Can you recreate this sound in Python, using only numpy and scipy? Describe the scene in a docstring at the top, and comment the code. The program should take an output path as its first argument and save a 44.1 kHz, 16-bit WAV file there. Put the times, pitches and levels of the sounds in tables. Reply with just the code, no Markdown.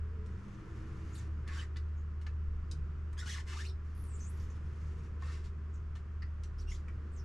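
"""A rubber pond liner scrapes, squeaks and snaps as someone kneels in the empty pond and works along
its edge with a hand tool. Scrapes are dense trains of tiny slips, squeaks are rubber sticking and
slipping at an audible rate, and snaps are folds letting go. The lined walls throw each sound back.
Outside, an engine idles with a low hum, under light wind and distant traffic."""
import sys
import numpy as np
from scipy import signal
from scipy.fft import rfft, irfft, next_fast_len
from scipy.io import wavfile
from scipy.ndimage import uniform_filter1d, map_coordinates

SR = 44100
rng = np.random.default_rng(int(sys.argv[2]) if len(sys.argv) > 2 else 0)


def int16_out(signal):
    """Quantize to a 16-bit WAV file."""
    q = np.round(np.clip(np.atleast_2d(signal).T, -1, 1) * 32767)
    wavfile.write(sys.argv[1], SR, q.astype(np.int16))


N = 319677
TIME = np.arange(N) / SR
SQUEAK_HOLD_S = 0.00775
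SNAP_LEAD = 128  # samples of room before each burst

# Short squeaks, one glide each:
# start_s, rise_s, fall_s, first_slip_hz, last_slip_hz, level_db, roughness (0-1), overtones_db
SQUEAK_GLIDES = [(1.128, .005, .008, 6500, 6900, -62, 0.25, -15),
                 (1.138, 0.014, 0.041, 9500, 8400, -66.5, 0.7, -12),
                 (1.146, 0.0054, 0.038, 4290, 3830, -61.5, 0.43, 0),
                 (1.172, 0.011, 0.017, 7200, 6630, -61, 0.3, 2),
                 (1.477, 0.005, 0.052, 1850, 1704, -53, 0.47, -19),
                 (1.548, 0.028, 0.019, 1298, 1800, -48, 0.23, -6),
                 (1.577, 0.018, 0.011, 2960, 3100, -51.5, 0.26, -21),
                 (1.617, 0.009, 0.013, 1780, 1920, -52.5, 0.34, -12),
                 (1.955, .025, 0.038, 6900, 6660, -78.5, 0.2, -18),
                 (3.172, 0.021, 0.017, 1582, 1888, -54, 0.13, 7.5),
                 (3.205, 0.005, .008, 2050, 1860, -54, 0, -6),
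                 (3.218, 0.0063, 0.012, 1530, 1380, -49.5, 0.26, -9),
                 (3.253, 0.02, 0.011, 1230, 1750, -48.5, 0.29, 1.5),
                 (3.269, 0.0058, 0.011, 2200, 2020, -57, 0, -9),
                 (3.285, 0.016, 0.0057, 1700, 2120, -45, 0.1, -2),
                 (3.301, 0.015, 0.012, 3250, 3170, -50.5, .14, -2),
                 (3.331, 0.0061, .022, 2295, 1400, -48.5, .24, -1.5),
                 (3.35, 0.015, 0.032, 1392, 870, -58, 0.4, -1),
                 (3.376, 0.0068, .012, 2050, 1940, -51, 0.26, -17),
                 (3.504, 0.036, 0.018, 1303, 862, -59.5, 0.6, 4),
                 (3.563, 0.0069, 0.011, 1080, 1450, -51.5, 0, 1),
                 (3.581, 0.016, 0.026, 1560, 1897, -48.5, 0.2, -4),
                 (3.624, 0.023, 0.01, 1740, 3110, -54.5, 0.25, -2),
                 (3.655, 0.011, 0.013, 3900, 4690, -55, 0.25, -3),
                 (3.678, 0.0085, 0.0084, 4800, 5550, -56.5, 0.12, -3),
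                 (3.68, 0.009, 0.022, 4250, 3500, -62.5, 0.35, -8),
                 (4.188, .004, 0.0097, 5900, 4100, -70, .3, -15),
                 (4.228, .008, 0.029, 7500, 7900, -69, .25, -18),
                 (4.498, 0.0047, 0.02, 6400, 6400, -68, .35, -19),
                 (5.249, .035, 0.042, 1290, 1360, -56.5, .5, -5),
                 (5.725, 0.013, 0.039, 6800, 6410, -71, 0.46, -9),
                 (6.221, 0.002, 0.0046, 2000, 1770, -48.5, 0.33, -25),
                 (6.579, 0.022, 0.0044, 5050, 6180, -61, 0.3, 1),
                 (6.599, .008, 0.013, 5400, 3900, -67, 0.33, 4),
                 (6.667, 0.022, 0.014, 2764, 2890, -58.5, 0.14, -4),
                 (6.68, 0.018, .04, 5600, 5450, -63, 0.24, -8),
                 (6.698, 0.011, 0.043, 3080, 3400, -62, .3, 6),
                 (7.11, 0.031, 0.026, 8600, 7670, -74, 0.37, -18),
                 (7.156, 0.02, 0.04, 7070, 4800, -64, 0.25, 0)]
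# One long, thin squeal that sinks as the rubber grips, lets go for a moment, grips hard and climbs away:
# time_s, slip_hz, level_db
SQUEAL_PATH = [(3.95, 11060, -72), (4.026, 10830, -65.5), (4.075, 8640, -70.5), (4.16, 7180, -63.5),
               (4.186, 9630, -76), (4.202, 6460, -65), (4.207, 6180, -55.5), (4.246, 6420, -61),
               (4.283, 8000, -65), (4.304, 10200, -69.5), (4.325, 11030, -76), (4.455, 11200, -80)]


def scrapes():
    """Dense slips of the tool on rubber: a bright hiss plus a low rasp, balanced per stroke."""
    # Tool strokes: start_s, rise_s, hold_s, fall_s, level_db, rasp_db (relative to the level)
    strokes = [(1.13, 0.062, 0.021, 0.069, -68.5, -4), (1.46, 0.016, 0.031, 0.13, -71.5, 14.5),
               (1.485, 0.065, 0.067, 0.039, -58, -0.5), (3.161, 0.013, 0.022, .04, -73, 16.5),
               (3.226, 0.072, 0.028, 0.05, -48, -15), (3.323, 0.022, 0.057, 0.015, -55.5, -0.5),
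               (3.452, 0.027, 0.06, .045, -59, 1.5), (3.519, 0.055, 0.037, 0.088, -53, -9),
               (5.187, 0.036, 0.065, .071, -69.5, 3), (5.238, 0.078, 0.035, 0.11, -65, 0.5),
               (5.421, 0.025, 0.013, 0.048, -67, -3), (6.57, 0.018, .024, 0.027, -69, -13),
               (6.677, 0.028, .03, 0.084, -64, -18)]
    # Tone of the friction: freq_hz, gain_db
    scrape_eq = [(400, -44), (750, -25), (1100, -0.5), (1700, -5.5), (2400, -5.5), (3100, -4), (4000, -4),
                 (5600, -6), (7600, -9.5), (10500, -20), (13000, -32), (15000, -41), (18000, -70)]
    grit = ring(coloured(slips(N, per_s=4000, spread_db=2.0), scrape_eq))
    hiss = unit_rms(signal.sosfilt(signal.butter(4, 2400, "high", fs=SR, output="sos"), grit))
    rasp = unit_rms(signal.sosfilt(signal.butter(3, [900, 2300], "band", fs=SR, output="sos"), grit))
    hiss_power, rasp_power = np.zeros((2, N))
    for start, rise, hold, fall, db, rasp_db in strokes:
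        push = swell(rise, hold, fall, depth_db=21.5)
        add(hiss_power, start, (push * gain_of(db)) ** 2)
        add(rasp_power, start, (push * gain_of(db + rasp_db)) ** 2)
    return np.sqrt(hiss_power) * hiss + np.sqrt(rasp_power) * rasp


def scrape_ducking():
    """A gain that ducks the scraping while the rubber locks into a clean squeak."""
    locked = np.zeros(N)
    for start, rise, fall, _, _, _, rough, _ in SQUEAK_GLIDES:
        purity = np.clip(1 - rough / .5, 0, 1)
        add(locked, start, swell(rise, SQUEAK_HOLD_S, fall, depth_db=0) * purity)
    return 1 - .7 * np.minimum(locked, .7)


def slips(count, per_s, spread_db):
    """Friction as a random train of tiny clicks of uneven size."""
    slipping = rng.random(count) < per_s / SR
    size = np.minimum(rng.exponential(1, count), 4)
    sign = rng.choice([-1., 1.], count)
    return unit_rms(slipping * sign * gain_of(spread_db * size))


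def ring(x, tuning=1, boost_db=0):
    """Narrow resonant peaks give scrapes and snaps a hollow, ringing colour."""
    # Peaks at tuning 1: pitch_hz, width_hz, gain_db
    resonances = [(1590, 47, 3), (1775, 44, 8), (2040, 50, 5), (2660, 51, 2), (2870, 40, -8),
                  (4300, 41, -17.5), (5050, 26, 2.5), (5450, 73, -1.5), (6520, 72, -7), (6800, 51, -3.5),
                  (7530, 83, -6), (9050, 45, -13)]
    out = x.copy()
    for hz, width, db in resonances:
        peak = signal.iirpeak(hz * tuning, hz / width, fs=SR)
        out += gain_of(db + boost_db) * signal.lfilter(*peak, x)
    return out


def squeaks():
    """Each squeak swells and fades, juddering and shedding grit while its slip rate glides."""
    # Tone of the grains that each catch tears loose: freq_hz, gain_db
    grit_eq = [(600, -31.5), (1500, -8), (2300, 0), (3200, 3), (4500, 4), (7500, -11.5), (11000, -23),
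               (16000, -49)]
    out = np.zeros(N)
    for start, rise, fall, first_hz, last_hz, db, rough, overtones_db in SQUEAK_GLIDES:
        push = swell(rise, SQUEAK_HOLD_S, fall, depth_db=9.5)
        count = len(push)
        push *= np.minimum(TIME[:count] / (0.27 * rise), 1)  # fade in from silence
        catches, bend = judder(per_s=np.full(count, 240), decay_s=.0052, octaves=.046)
        hz = np.geomspace(first_hz, last_hz, count) * bend
        grit = gain_of(-20) * coloured(catches * slips(count, per_s=1500, spread_db=1), grit_eq)
        tone = catches * stick_slip(hz, rough, overtones_db)
        add(out, start, push * gain_of(db) * (tone + grit))
    return out


def stick_slip(hz, rough, overtones_db):
    """Rubber sticks and slips hz times a second; an unsteady grip smears pitch and overtones."""
    # Weight of the partials, taken relative to the fundamental: freq_hz, gain_db
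    partial_eq = [(900, 7), (1700, 2.5), (2500, -3.5), (3400, -4.5), (4200, -7), (6000, -4), (8000, -13.5),
                  (11000, -23.5), (15000, -42), (18000, -59)]
    rough, count = np.clip(rough, 0, 1), len(hz)
    phase = phase_of(hz * (1 + 0.172 * rough * wander(count, rate_hz=1200)))
    tone = np.zeros(count)
    for k in range(1, 9):
        db = curve_at(partial_eq, k * hz) - curve_at(partial_eq, hz) + (k > 1) * overtones_db
        # uneven slips spread each partial into a rasp, the high ones most
        smear = rough * k ** .35 * (k * hz / 1300) ** .45
        shake = wander(count, rate_hz=1600) + 1j * wander(count, rate_hz=1800)
        shaken = (1 + smear * shake / np.sqrt(2)) * np.exp(1j * k * phase)
        partial = shaken.real / np.sqrt(1 + smear ** 2)
        tone += (k * hz < SR / 2) * gain_of(db) * partial
    return tone


def judder(per_s, decay_s, octaves):
    """Uneven catches of the grip, each a quick rise and a decay: returns envelope and pitch factor."""
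    count, spread_db = len(per_s), 2.4
    uneven_rate = per_s * np.exp(wander(count, rate_hz=200) / 2)
    catch_index = np.cumsum(uneven_rate / SR).astype(int)
    size, pitch = np.clip(rng.standard_normal((count, 2)), -2, 2)[catch_index].T
    age_s = (np.arange(count) - np.searchsorted(catch_index, catch_index)) / SR
    envelope = gain_of(spread_db * size) * np.exp(-age_s / decay_s)
    return unit_rms(uniform_filter1d(envelope, size=24)), 2 ** (octaves * pitch)


def squeal():
    """A long, light drag: scratchy chirps crowd into one tone as the rubber grips, then scatter again."""
    full_grip_hz = 6260
    times, hz, db = np.transpose(SQUEAL_PATH)
    out, t = np.zeros(N), np.arange(times[0], times[-1], 1 / SR)
    slip_hz = np.interp(t, times, hz)
    # the lighter the grip, the higher and rougher the squeal and the rarer its catches
    slack = np.maximum(np.log2(slip_hz / full_grip_hz), 0)
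    catches_per_s = 300 * (full_grip_hz / slip_hz) ** 2.5
    catches, bend = judder(catches_per_s, decay_s=.0024, octaves=.06 * (0.314 + slack))
    catches = unit_rms(catches ** np.minimum(0.35 + 1.5 * slack, 1))  # a firm grip hardly lets go
    tone = stick_slip(slip_hz * bend, rough=0.093 + 0.44 * slack, overtones_db=-1)
    add(out, times[0], gain_of(np.interp(t, times, db)) * catches * tone)
    damping = signal.butter(5, 12200, fs=SR, output="sos")  # soft rubber damps the very top
    return signal.sosfilt(damping, out + stray_chirps())


def stray_chirps():
    """Beside the long squeal, other spots of the rubber catch for a moment, mostly at a higher pitch."""
    per_s, length_s = 170, .005
    times, hz, db = np.transpose(SQUEAL_PATH)
    out, progress = np.zeros(N), np.arange(0, length_s, 1 / SR) / length_s
    envelope = np.sin(np.pi * np.sqrt(progress)) ** 2
    for start in rng.uniform(times[0], times[-1], round(per_s * (times[-1] - times[0]))):
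        pitch, glide, size = np.clip(rng.standard_normal(3), -1.7, 1.7)
        octaves_up = .11 + .14 * (pitch + glide * (progress - .5) / 2)
        slip_hz = np.interp(start, times, hz) * 2 ** octaves_up
        level_db = min(np.interp(start, times, db), np.median(db)) - 1.5 + 2.5 * size
        add(out, start, gain_of(level_db) * envelope * np.sin(phase_of(slip_hz)))
    return out


def snaps():
    """Each fold lets go with a dry crack and a brief ring, tuned a little differently each time."""
    # Folds letting go, plus one faint tonal ping at 4.4 s: start_s, level_db, centre_hz, width_octaves,
    # decay_s, crack_db (relative)
    folds = [(0.261, -57.5, 2500, 1.4, 0.004, -14), (0.48, -66, 4500, 1.7, .003, -6),
             (1.477, -44.5, 2900, 1.4, 0.0026, -16), (1.759, -50, 1900, 0.7, 0.0063, -15),
             (1.768, -46, 3820, 0.78, 0.0036, -11), (2.213, -62, 2480, 1.3, 0.014, -11),
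             (2.265, -47.5, 2310, 0.91, 0.006, -17), (2.713, -40.5, 5360, 0.58, 0.0033, -12.5),
             (3.129, -55.5, 5500, 6.9, 0.0046, -19), (4.397, -63.5, 5240, 0.37, 0.019, -17),
             (5.223, -55, 1355, 0.83, 0.0049, -6), (5.953, -56.5, 1920, 1.3, 0.017, -10),
             (6.221, -55.5, 4700, 0.13, 0.0065, -19), (6.435, -50, 4480, 0.77, 0.0049, -7),
             (6.718, -49, 2150, 0.084, 0.0043, -20), (6.754, -57, 4255, 0.25, .0069, -15),
             (6.882, -48.5, 1490, 0.6, 0.0052, -13)]
    out = np.zeros(N)
    for start, db, hz, octaves, decay, crack_db in folds:
        body = gain_of(db - 3) * snap_body(hz, octaves, decay)
        ringing = ring(body, tuning=rng.normal(1, 0.066), boost_db=0.5)
        add(out, start - SNAP_LEAD / SR, ringing + gain_of(db + crack_db) * crack())
    return out


def snap_body(centre_hz, octaves, decay_s):
    """A quick, dying burst of slips in one band; small folds sound higher."""
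    burst = slip_burst(rise_s=0.00082, decay_s=decay_s)
    hz = bins(burst)
    band = np.exp(-.5 * (np.log2((hz + 1) / centre_hz) / octaves) ** 2)
    band /= 1 + (hz / 10500) ** 10  # roll off the top
    flex = np.exp(-.5 * (np.log2((hz + 1) / 1300) / 0.49) ** 2)  # broad snaps also flex the sheet
    return irfft(rfft(burst) * unit_rms(band + 0.33 * octaves * flex))


def crack():
    """The dry, bright edge of a snap: a burst a few milliseconds long."""
    # Tone of the crack: freq_hz, gain_db
    crack_eq = [(500, -22), (3000, 0), (6500, 2), (9500, -12.5), (11000, -11.5), (13000, -29),
                (15000, -35.5), (18000, -60)]
    burst = slip_burst(rise_s=0.00055, decay_s=.003)
    return irfft(rfft(burst) * unit_rms(gain_of(curve_at(crack_eq, bins(burst)))))


def slip_burst(rise_s, decay_s):
    """White noise with a fast attack and an exponential decay, SNAP_LEAD samples in."""
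    t = TIME[:8192]
    envelope = (1 - np.exp(-t / rise_s)) * np.exp(-t / decay_s)
    return np.roll(rng.choice([-1., 1.], len(t)) * envelope, SNAP_LEAD)


def knocks():
    """The heavy rubber answers a blow of the tool with a few low, well-damped modes."""
    # Blows: start_s, level_db
    blows = [(1.478, -55), (2.268, -54.5), (5.224, -49), (5.955, -55), (6.884, -60.5)]
    # Modes of the sheet, detuned at each blow: pitch_hz, gain_db, t60_s
    modes = [(767, -9, 0.035), (1025, -10.5, 0.033), (1190, -2.5, 0.048), (1400, -5, 0.03)]
    out, t = np.zeros(N), TIME[:4096]
    for start, db in blows:
        for hz, mode_db, t60 in modes:
            tone = np.sin(2 * np.pi * hz * rng.normal(1, 0.052) * t)
            add(out, start, gain_of(db + mode_db - 60 * t / t60) * tone)
    return out


def hand_slides():
    """A light touch gives a fine hiss that crinkles as the hand crosses small folds."""
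    # Passes over the sheet: start_s, rise_s, hold_s, fall_s, level_db
    passes = [(0.254, 0.43, 0.22, 0.24, -74.5), (0.953, 0.2, 0.059, 0.068, -71),
              (3.846, 0.59, 0.051, 0.091, -72), (4.551, 0.35, 0.11, 0.076, -74)]
    # Tone of the hiss: freq_hz, gain_db
    slide_eq = [(400, -37), (900, -2), (1900, 6.5), (2800, 0.5), (4000, -4), (6500, -2), (8500, -12),
                (10500, -14), (13000, -26), (17000, -44)]
    out = np.zeros(N)
    for start, rise, hold, fall, db in passes:
        touch = swell(rise, hold, fall, depth_db=5)
        crinkle_db = 1.8 * wander(len(touch), rate_hz=45)
        hiss = coloured(slips(len(touch), per_s=2400, spread_db=0.5), slide_eq)
        add(out, start, touch * gain_of(db + crinkle_db) * hiss)
    return out


def pond_echoes(x, spots=4, move_s=.33):
    """Direct sound plus echoes that crossfade as the hand moves from spot to spot."""
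    out = np.array([x, x])
    for spot in range(spots):
        away = np.abs((TIME / move_s - spot) % spots - spots / 2)
        crossfade = np.cos(np.pi / 2 * np.minimum(away, 1))
        out += signal.oaconvolve((x * crossfade)[None], wall_response(), axes=1)[:, :N]
    return out


def wall_response():
    """From one spot the near walls answer within milliseconds, then a short diffuse tail dies away."""
    # Early reflections off walls and floor: delay_s, left_db, right_db
    reflections = [(.00092, -20.5, -27.5), (.0032, -8, -22), (.0052, -24.5, -8), (.0087, -19.5, -15.5),
                   (0.0097, -17, -25)]
    # Decay time of the pond: freq_hz, t60_s
    decay_times = [(200, 0.39), (1500, 0.15), (6000, 0.16), (13000, 0.16)]
    early = np.zeros((2, 12000))
    for delay, *sides_db in reflections:
        early[:, round(delay * rng.uniform(.85, 1.15) * SR)] += gain_of(sides_db)
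    hz, t, noise = signal.stft(rng.standard_normal(early.shape), SR, nperseg=128)
    decay = gain_of(-60 * t / curve_at(decay_times, hz)[:, None])
    onset = np.clip(t / 0.0013, 0, 1)
    tail = signal.istft(noise * decay * onset, SR, nperseg=128)[1][:, :early.shape[1]]
    tail = tail + 0.29 * tail[::-1]  # crossfeed narrows the image
    return early + gain_of(-1.0) * tail / np.linalg.norm(tail[0])


def engine():
    """An idling engine: from afar only the firing rate and a few weak, wavering orders carry."""
    # Idle speed: time_s, firing_hz
    firing = [(0, 78.55), (.48, 76.4), (1.39, 75.93), (4.1, 76.23), (4.26, 76.8), (7.25, 74.8)]
    # Harmonics of the firing rate: multiple, relative_db
    orders = [(1, 5), (2, -26), (3, -42), (5, -27)]
    # Level of the hum, which dips briefly near the start: time_s, level_db
    fader = [(0, -38.5), (.36, -41.5), (.47, -65), (.62, -80), (.71, -45), (.98, -45), (1.4, -39),
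             (2.45, -38.5), (3.3, -40.5), (7.25, -41)]
    phase = phase_of(automation(firing))
    hum = np.zeros(N)
    for k, db in orders:
        waver_db = (k > 1) * 3.2 * wander(N, rate_hz=5.4)
        hum += gain_of(db + waver_db) * np.sin(k * phase)
    level_db = automation(fader) + 1.06 * wander(N, rate_hz=8.4)
    return gain_of(level_db) * unit_rms(hum)


def traffic_drones():
    """Wavering tones and low booms of traffic passing far off."""
    # Drones: start_s, rise_s, hold_s, fall_s, pitch_hz, level_db
    drones = [(0, 0.18, 0.026, 0.17, 433, -55), (.15, 0.31, 0.074, 0.11, 197.5, -50),
              (0.473, 0.12, 0.34, 0.91, 322.8, -56), (2.6, 0.11, 0.033, 0.32, 144.8, -46),
              (4.3, 0.53, 0.28, 0.09, 152.5, -57.5), (4.252, 0.24, 0.11, 0.47, 391, -64),
              (4.9, 0.24, 0.096, 0.28, 472, -66.5), (5.15, 0.29, 0.13, 0.26, 384, -66.5),
              (6.42, 0.19, 0.089, 0.19, 39.81, -37.5)]
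    out = np.zeros(N)
    for start, rise, hold, fall, hz, db in drones:
        passing = swell(rise, hold, fall, depth_db=14)
        phase = phase_of(hz * (1 + 0.028 * wander(len(passing), rate_hz=40)))
        waver_db = 2 * wander(len(passing), rate_hz=25)
        add(out, start, passing * gain_of(db + waver_db) * np.sin(phase))
    return out


def wind():
    """A steady, deep breeze with a few gusts on top."""
    # Gusts: start_s, rise_s, hold_s, fall_s, level_db
    gusts = [(0, .005, 0.065, 0.24, -49.5), (2.45, 0.036, 0.061, 0.15, -42.5),
             (2.746, 0.055, 0.024, 0.035, -40), (6.425, 0.17, 0.11, .2, -54)]
    # Tone of the wind: freq_hz, gain_db
    wind_eq = [(10, -4), (24, -7.5), (42, -1.5), (52, -3), (65, -7.5), (100, -14.5), (200, -77),
               (800, -110)]
    power = np.full(N, gain_of(-49) ** 2)  # the breeze
    for start, rise, hold, fall, db in gusts:
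        add(power, start, (gain_of(db) * swell(rise, hold, fall, depth_db=8)) ** 2)
    return np.sqrt(power) * wide_noise(wind_eq)


def traffic_bed():
    """Far traffic rumbles, and the wash of the street follows its swells more gently."""
    # Ebb and flow of the traffic: time_s, level_db
    fader = [(0, -53.5), (.35, -50.5), (.9, -48), (1.55, -52), (2.2, -55), (2.8, -52.5), (3.75, -54.5),
             (4.4, -51.5), (4.7, -51.5), (5.2, -52), (5.55, -54), (6.35, -54.5), (6.95, -52), (7.25, -52.5)]
    # Tone of the rumble: freq_hz, gain_db
    rumble_eq = [(60, -16.5), (85, 3), (108, 7.5), (135, 1), (200, -2.5), (260, -12), (320, -9.5),
                 (400, -12), (480, -14.5), (600, -35.5), (900, -56.5), (3000, -86)]
    # Tone of the wash: freq_hz, gain_db
    wash_eq = [(320, -30.5), (550, -5), (838, -9.5), (989, -2), (1340, -0.5), (1610, -5), (1730, -5.5),
               (2300, -12), (2480, -12.5), (2850, -15), (3870, -24), (5000, -23.5), (6970, -27),
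               (7620, -30), (11600, -42.5), (15100, -74), (22000, -120)]
    traffic_db = automation(fader)
    rumble_db = traffic_db + 0.97
    wash_db = -63.5 + 0.64 * (traffic_db - traffic_db.mean())
    return gain_of(rumble_db) * wide_noise(rumble_eq) + gain_of(wash_db) * wide_noise(wash_eq)


def wide_noise(eq):
    """Noise shaped by an EQ curve, nearly mono in the bass and wider in the treble."""
    # Stereo image: freq_hz, left-right correlation (0-1)
    image = [(60, 0.97), (130, 1), (270, 0.87), (560, 0.72), (1200, 0.66), (2500, 0.32), (5300, 0.64),
             (11000, 0.11)]
    left, other = rfft(rng.standard_normal((2, next_fast_len(N, True))))
    hz = np.linspace(0, SR / 2, len(left))
    correlation = curve_at(image, hz)
    right = correlation * left + np.sqrt(1 - correlation ** 2) * other
    return unit_rms(irfft(np.array([left, right]) * gain_of(curve_at(eq, hz)))[:, :N])


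def swell(rise, hold, fall, depth_db):
    """A soft-edged envelope that climbs depth_db to full level, holds, and sinks again."""
    times = np.cumsum([0, rise, hold, fall])
    t = np.arange(0, times[-1], 1 / SR)
    gate = np.clip(np.minimum(t, times[-1] - t) / 0.0012, 0, 1)
    return gate * gain_of(np.interp(t, times, [-depth_db, 0, 0, -depth_db]))


def wander(count, rate_hz):
    """Smooth random modulation of rms 1 that changes rate_hz times a second."""
    knots = rng.standard_normal(count)[:int(count * rate_hz / SR) + 4]
    return unit_rms(map_coordinates(knots, [np.arange(count) * rate_hz / SR], order=2, mode="nearest"))


def coloured(x, eq):
    """Shapes x with an EQ curve, at rms 1."""
    return unit_rms(irfft(rfft(x) * gain_of(curve_at(eq, bins(x))), x.shape[-1]))


def curve_at(points, hz):
    """Reads a curve on a log-frequency axis."""
    freqs, values = np.transpose(points)
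    return np.interp(np.log(hz + 1), np.log(freqs + 1), values)


def automation(points):
    """Joins (time_s, value) points with straight lines across the scene."""
    return np.interp(TIME, *np.transpose(points))


def phase_of(hz):
    """Running phase of a moving pitch, in radians."""
    return 2 * np.pi * np.cumsum(hz) / SR


def bins(x):
    """The frequencies of the spectrum of x."""
    return np.fft.rfftfreq(x.shape[-1], 1 / SR)


def gain_of(db):
    """Decibels to gain."""
    return 10 ** (np.asarray(db) / 20)


def unit_rms(x):
    """Scales to rms 1."""
    return x / np.sqrt(np.mean(x ** 2) + 1e-20)


def add(mix, start_s, sound):
    """Lays a sound into the mix at start_s."""
    part = mix[max(round(start_s * SR), 0):][:len(sound)]
    part += sound[:len(part)]


def scene():
    """The liner sounds inside the pond, with the street around it."""
    liner = scrapes() * scrape_ducking() + hand_slides() + squeaks() + squeal() + snaps() + knocks()
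    return pond_echoes(liner) + engine() + traffic_drones() + wind() + traffic_bed()


def record(dry):
    """A steep 15 kHz low-pass over the whole mix."""
    lowpass = signal.firwin(511, 15000, window=("kaiser", 9), fs=SR)
    return signal.oaconvolve(dry, lowpass[None], "same")


dry = scene()
out = record(dry)
int16_out(out)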